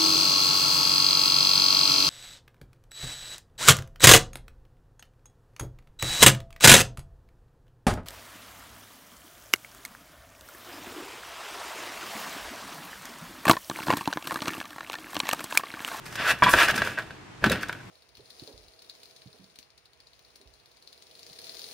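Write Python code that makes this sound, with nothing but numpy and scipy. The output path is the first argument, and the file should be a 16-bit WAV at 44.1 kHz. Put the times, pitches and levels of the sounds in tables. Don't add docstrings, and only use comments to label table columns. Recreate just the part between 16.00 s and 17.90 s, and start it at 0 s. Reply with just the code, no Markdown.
import sys
import numpy as np
from scipy import signal
from scipy.fft import rfft, irfft, next_fast_len
from scipy.io import wavfile
from scipy.ndimage import map_coordinates

SR = 44100
rng = np.random.default_rng(int(sys.argv[2]) if len(sys.argv) > 2 else 0)


def wav_record(signal):
    frames = np.transpose(np.atleast_2d(signal))
    bounded = np.clip(frames, -1, 1)
    quanta = np.round(bounded * 32767).astype(np.int16)
    wavfile.write(sys.argv[1], SR, quanta)


N = 83790

# frequency in Hz, relative level in dB.
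AIR_COLOUR = [(15, -40), (25, -13), (71, -16.5), (106, -4), (219, -13), (309, -10), (543, -21), (879, -15),
              (1240, -19), (1910, -20), (7890, -36.5), (12800, -49), (15000, -80)]
SCRAPE_COLOUR = [(150, -44), (350, -19.5), (640, -7.5), (830, -12.5), (1150, -6), (1350, -4.5), (1650, -1),
                 (1880, -4), (2100, -8.5), (2480, -6), (3200, -11), (4200, -18), (5000, -17), (7000, -41),
                 (12000, -62)]
HISS_COLOUR = [(3000, -12), (5500, 3), (7500, -0.5), (10000, -1.5), (13000, -3.5), (15500, -7.5)]
RUMBLE_COLOUR = [(25, -20), (60, -5.5), (120, 1), (250, -3), (400, -5.5), (800, -11), (2000, -55)]
TICK_COLOUR = [(600, -2), (1700, 7.5), (3000, -2.5), (5200, -1.5), (7000, -6), (11000, -9.5),
               (15500, -10.5)]
CRACK_COLOUR = [(40, -11), (130, -5.5), (600, 1.5), (820, -2.5), (1500, -1), (3500, -4.5), (6500, -20.5),
                (15000, -28.5)]

# time in seconds, then relative levels in dB of scrape, hiss and rumble.
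TURNING = [(0, -70, -68, -54.5), (.055, -52, -56, -61.5), (.1, -47, -54, -49.5), (0.154, -43.5, -51.5, -59),
           (.2, -27.5, -68, -37.5), (.245, -28, -46, -50), (.265, -25, -40, -53),
           (0.313, -18.5, -30, -44.5), (.335, -36.5, -54, -35), (.36, -41.5, -67, -56),
           (0.419, -44, -53, -49)]
LAYING_DOWN = [(0.422, -35, -55, -17.5), (0.441, -16.5, -31, -35.5), (0.459, -28.5, -47, -32.5),
               (0.491, -23, -45, -31.5), (0.518, -30.5, -29.5, -45), (0.546, -25, -43, -30),
               (0.573, -24.5, -34.5, -28.5), (.588, -15.5, -33, -53), (.625, -17, -37.5, -53),
               (0.654, -22.5, -35, -41.5), (.672, -29.5, -43.5, -37), (0.702, -20.5, -41, -52),
               (.73, -36.5, -62, -30), (.76, -32, -38, -41.5), (.8, -31.5, -54, -40),
               (0.871, -33, -44.5, -41), (0.951, -42.5, -57.5, -47), (.995, -42, -61, -57),
               (1.045, -51, -63, -51.5), (1.2, -59, -79, -57)]
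CABLE_FALL = [(1.41, -56, -69, -66), (1.427, -44, -70, -33.5), (1.465, -25.5, -51, -27.5),
              (1.492, -40.5, -54, -34.5), (1.526, -23, -45, -27.5), (1.548, -35.5, -69, -34.5),
              (1.6, -39.5, -67, -45), (1.7, -48.5, -62, -49), (1.79, -53, -64.5, -56), (1.9, -73, -69, -77)]
RUB_RING_DB = [-4, -4, -3]

# (t60, the time to fall by 60 dB).
RUBBED_TONES = [(668, -8, 0.089), (1134, -9.5, 0.085), (1366, -6.5, 0.047), (1523, -2, 0.05),
                (1664, 2.5, 0.04), (1799, -4, 0.069), (1877, -8.5, 0.13), (2335, -8.5, 0.076),
                (2508, -8, 0.071), (2653, -1.5, .08), (2850, -11, 0.095), (3445, -8, 0.038),
                (5060, -18.5, 0.061)]
BOARD_TONES = [(632, -15, 0.047), (1143, -6, 0.014), (1353, -13.5, 0.047), (1534, -1, 0.039),
               (1634, -0.5, 0.024), (1837, -13, 0.041), (2190, -10, 0.028), (2384, -15, .03),
               (3400, -14, 0.013), (4830, -15.5, 0.0074), (5250, -19, 0.0073)]
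EDGE_TONES = [(880, -18, 0.018), (1003, 2, 0.052), (1118, -1.5, 0.078), (1617, -7, 0.076),
              (1714, -9.5, 0.082), (1934, -12, 0.084), (2280, -9.5, 0.043), (2367, -10.5, 0.054),
              (2950, -21, 0.045), (3365, -22, 0.15), (4390, -29, .04)]
SHELL_TONES = [(7900, -2.5, 0.024), (9630, -3, .015), (9220, -2.5, .015), (10600, -3, 0.009),
               (10850, -0.5, 0.012), (11600, 0, 0.013), (13100, 0, .012)]

# start in seconds, level in dB, fade time in seconds.
TICKS = [(.056, -38.5, 0.083), (.062, -37.5, 0.08), (0.08, -37, 0.019), (0.125, -34.5, 0.042),
         (.155, -27.5, 0.046), (.388, -33, 0.011), (0.436, -34, 0.033), (.532, -15.5, 0.033),
         (.684, -18, 0.026), (0.7095, -20, .02), (0.76, -22.5, 0.034), (0.777, -25.5, 0.07),
         (0.847, -32, 0.052), (0.985, -34, 0.057), (1.497, -21.5, 0.028), (1.5177, -18.5, 0.026),
         (1.529, -49, 0.014), (1.61, -35, .03), (1.621, -36, 0.069), (1.63, -25.5, 0.018),
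         (1.684, -34, 0.048), (1.726, -32.5, 0.02)]
# start in seconds, level in dB, pitch in Hz.
PINGS = [(.058, -44, 5300), (.4365, -21, 4680), (.4415, -17, 3310), (.5375, -10.5, 2470),
         (1.444, -30, 3400), (1.4975, -20.5, 3840), (1.5295, -27, 5060)]
# start in seconds, level in dB,
# brightness in dB per octave, level of the crack in dB relative to the knock.
KNOCKS = [(0.1545, -33.5, 10, -14), (.258, -30, 6, -25), (0.267, -21, 1, -22), (0.4227, -16.5, -10, -13),
          (0.436, -16.5, 10, -2), (.442, -26, 5, -3), (0.5374, -6, -4, -3.5), (0.6177, -12, 5.5, -8),
          (0.632, -17, 7, 0), (0.684, -14, 6, -12), (.693, -16.5, -2, -23), (0.703, -21.5, 9.5, -4),
          (.742, -31.5, -12, 5), (0.7786, -21.5, 8, -12), (0.781, -20, 10, -8), (0.8194, -13, -6, -6.5),
          (0.8733, -21, -2, -6.5), (.976, -24.5, -5, -22), (0.9792, -22.5, -0.5, -16),
          (.987, -18.5, -0.5, -21), (.996, -22, -3, -10), (1.007, -30, -7, -8), (1.021, -36, 5, 3),
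          (1.107, -34.5, -1, -1.5), (1.4408, -10.5, -4, 0), (1.4602, -22.5, 7, 2.5), (1.498, -31, -2, 5),
          (1.557, -25, -4, -3), (1.633, -21.5, 4, -10), (1.695, -20.5, 3.5, -10), (1.728, -31.5, 2, 1.5),
          (1.75, -35, 0, -16), (1.771, -44, 6, -12), (1.804, -39.5, 2, -18)]
# start in seconds, level in dB, pitch in Hz, fade time in seconds.
THUMPS = [(0.327, -56, 124, .08), (0.421, -24.5, 132, 0.14), (.539, -25, 123.2, 0.119),
          (.54, -17.5, 348, 0.068), (.553, -20, 280, 0.025), (0.694, -34, 75, 0.088),
          (0.756, -21.5, 260, 0.033), (.788, -28, 205, 0.1), (0.82, -55, 114, .1), (1.107, -52, 171, .07),
          (1.422, -34, 83.5, .1), (1.44, -24, 99, 0.068), (1.452, -20, 214, 0.13),
          (1.4677, -8.5, 263, 0.034), (1.5085, -4.5, 510, 0.012), (1.518, -27, 219, 0.11),
          (1.581, -33, 215, 0.085), (1.872, -44, 152, 0.097)]
# start in seconds, level in dB.
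EDGE_TAPS = [(.422, -7), (.427, -15.5), (.462, -14), (.467, -14), (.481, -14.5), (.489, -21)]
# start in seconds, level in dB, fade time in seconds.
SCRATCHES = [(.494, -23, 0.043), (.5065, -30, 0.068), (.516, -30, 0.13), (.625, -27, 0.069),
             (.755, -51, .05), (1.518, -27, 0.025)]

# frequency in Hz, fade time in seconds.
ROOM_FADES = [(150, 0.27), (600, 0.19), (1600, 0.11), (4000, 0.11), (12000, 0.14)]
# frequency in Hz, likeness from 0 (unrelated) to 1 (the same).
CLOSE_LIKENESS = [(40, 0.93), (90, 1), (250, 0.99), (600, 0.98), (1100, 1), (1700, 1), (2500, 0.99),
                  (3500, 0.84), (5000, 0.85), (7000, 0.58), (10000, 0.42), (14000, 0.057)]
AIR_LIKENESS = [(60, 0.99), (120, 0.94), (240, 0.26), (480, 0.05), (950, 0.084), (1890, 0.2), (3770, 0.09),
                (7520, 0.05), (15000, 0.04)]
ECHO_LIKENESS = [(100, 1), (300, 1), (700, 1), (1600, 1), (3000, 0.52), (6000, 0.19), (12000, .05)]

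HARD_ATTACK_S, SOFT_ATTACK_S = .0003, .0013


def amp(db):
    return 10 ** (np.asarray(db) / 20)


def unit(x):
    return x / np.sqrt(np.mean(x ** 2) + 1e-20)


def look_up(points, hz):
    freqs, values = np.transpose(points)
    return np.interp(np.log(hz + 1), np.log(freqs + 1), values)


def filtered(x, response):
    size = x.shape[-1]
    padded = next_fast_len(size + 8192)
    return irfft(rfft(x, padded) * response(np.fft.rfftfreq(padded, 1 / SR)), padded)[..., :size]


def stereo_angle(likeness, hz):
    return np.arccos(np.clip(look_up(likeness, hz), -1, 1)) / 2


def spread(pair, likeness):
    angle = lambda hz: stereo_angle(likeness, hz)
    mid, side = filtered(pair, lambda hz: np.array([np.cos(angle(hz)), np.sin(angle(hz))]))
    return np.array([mid + side, mid - side])


def noise(colour, grain=1, likeness=CLOSE_LIKENESS):
    white = grain * rng.standard_normal((2, N))
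    coloured = filtered(white, lambda hz: amp(look_up(colour, hz)))
    return unit(spread(coloured, likeness))


def add(out, start, sound):
    part = out[:, max(0, round(start * SR)):][:, :sound.shape[-1]]
    part += sound[..., :part.shape[1]]


def fade(t60, attack=0.00072):
    t = np.arange(SR // 4) / SR
    return amp(-60 * t / t60) * (1 - np.exp(-t / attack))


def burst(source, t60):
    envelope = fade(t60)
    offset = rng.integers(N - len(envelope))
    return source[:, offset:offset + len(envelope)] * envelope


def ring(tones, attack, tilt_db=0, left_lead=0, scatter_db=1.2):
    t, out = np.arange(SR // 4) / SR, 0
    for hz, db, t60 in tones:
        skew = left_lead + stereo_angle(CLOSE_LIKENESS, hz) * rng.choice([-1, 1])
        phases = np.array([[skew], [-skew]])
        level = db + tilt_db * np.log2(hz / 1600) + scatter_db * rng.standard_normal()
        out = out + amp(level) * fade(t60, attack) * np.sin(2 * np.pi * hz * t + phases)
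    return out


def resonate(x, tones):
    def peak(f, hz, t60):
        width_hz = np.log(1000) / np.pi / t60
        damping = 1j * f * width_hz
        return damping / (hz * hz - f * f + damping)
    return unit(filtered(x, lambda f: sum(amp(db) * peak(f, hz, t60) for hz, db, t60 in tones)))


def still_air():
    return noise(AIR_COLOUR, likeness=AIR_LIKENESS)


def friction_grain(catches_per_s=6000, spread_db=2, smooth_part=.9):
    caught = rng.random(N) < catches_per_s / SR
    catches = caught * amp(spread_db * rng.standard_normal(N))
    return np.sqrt(unit(catches) ** 2 + smooth_part ** 2)


def paper_grit(bumps_per_s=250, depth_db=2):
    bumps = rng.standard_normal(int(N * bumps_per_s / SR) + 4)
    smooth_curve = map_coordinates(bumps, [np.arange(N) * bumps_per_s / SR])
    return amp(depth_db * smooth_curve)


def sliding(rub_db=-2.5):
    t, out = np.arange(N) / SR, 0
    grain = friction_grain()
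    rub = amp(rub_db) * noise(SCRAPE_COLOUR, grain)
    friction = spread(grain * rng.standard_normal((2, N)), CLOSE_LIKENESS)
    ringing = resonate(friction, RUBBED_TONES)
    hiss = noise(HISS_COLOUR, grain * paper_grit())
    rumble = noise(RUMBLE_COLOUR)
    for move, ring_db in zip((TURNING, LAYING_DOWN, CABLE_FALL), RUB_RING_DB):
        times, *levels = np.transpose(move)
        scrape = rub + amp(ring_db) * ringing
        for layer, db in zip((scrape, hiss, rumble), levels):
            out = out + layer * amp(np.interp(t, times, db, left=-120, right=-120))
    return out


def ribbon_ticks():
    out, tick = np.zeros((2, N)), noise(TICK_COLOUR)
    for start, db, t60 in TICKS:
        add(out, start, amp(db) * burst(tick, t60))
    return out


def plug_pings(t60=0.029):
    out = np.zeros((2, N))
    for start, db, hz in PINGS:
        add(out, start, amp(db) * ring([(hz, 0, t60)], HARD_ATTACK_S))
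    return out


def board_knocks(detune=.02):
    out, crack_noise = np.zeros((2, N)), noise(CRACK_COLOUR)
    for start, db, tilt_db, crack_db in KNOCKS:
        pitch_factor = 1 + detune * rng.standard_normal()
        tones = np.array(BOARD_TONES) * [pitch_factor, 1, 1]
        ringing = ring(tones, HARD_ATTACK_S, tilt_db)
        crack = amp(crack_db) * burst(crack_noise, t60=.028)
        add(out, start, amp(db) * (ringing + crack))
    return out


def cable_thumps():
    out, t = np.zeros((2, N)), np.arange(SR // 4) / SR
    for start, db, hz, t60 in THUMPS:
        add(out, start, amp(db) * fade(t60, SOFT_ATTACK_S) * np.sin(2 * np.pi * hz * t))
    return out


def edge_taps():
    out = np.zeros((2, N))
    for start, db in EDGE_TAPS:
        add(out, start, amp(db) * ring(EDGE_TONES, SOFT_ATTACK_S, left_lead=0.12))
    return out


def plug_scratches():
    out, shell = np.zeros((2, N)), resonate(noise(HISS_COLOUR), SHELL_TONES)
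    for start, db, t60 in SCRATCHES:
        add(out, start, amp(db) * burst(shell, t60))
    return out


def room_echo(x, delay_s=.004):
    hz, t, spectrum = signal.stft(rng.standard_normal((2, SR // 2)), SR, nperseg=256)
    decay = amp(-60 * t / look_up(ROOM_FADES, hz)[:, None])
    _, tail = signal.istft(spectrum * decay, SR, nperseg=256)
    tail = spread(tail, ECHO_LIKENESS)
    tail /= np.linalg.norm(tail[0])
    delayed = np.pad(tail, ((0, 0), (round(delay_s * SR), 0)))
    return signal.fftconvolve(x, delayed, axes=1)[:, :N]


def scene(echo_db=-10, air_db=-46.5):
    close = sliding() + ribbon_ticks() + plug_pings() + board_knocks()
    close += cable_thumps() + edge_taps() + plug_scratches()
    return close + amp(echo_db) * room_echo(close) + amp(air_db) * still_air()


def record(dry, top_hz=15700):
    return filtered(dry, lambda hz: hz < top_hz)


dry = scene()
out = record(dry)
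wav_record(out)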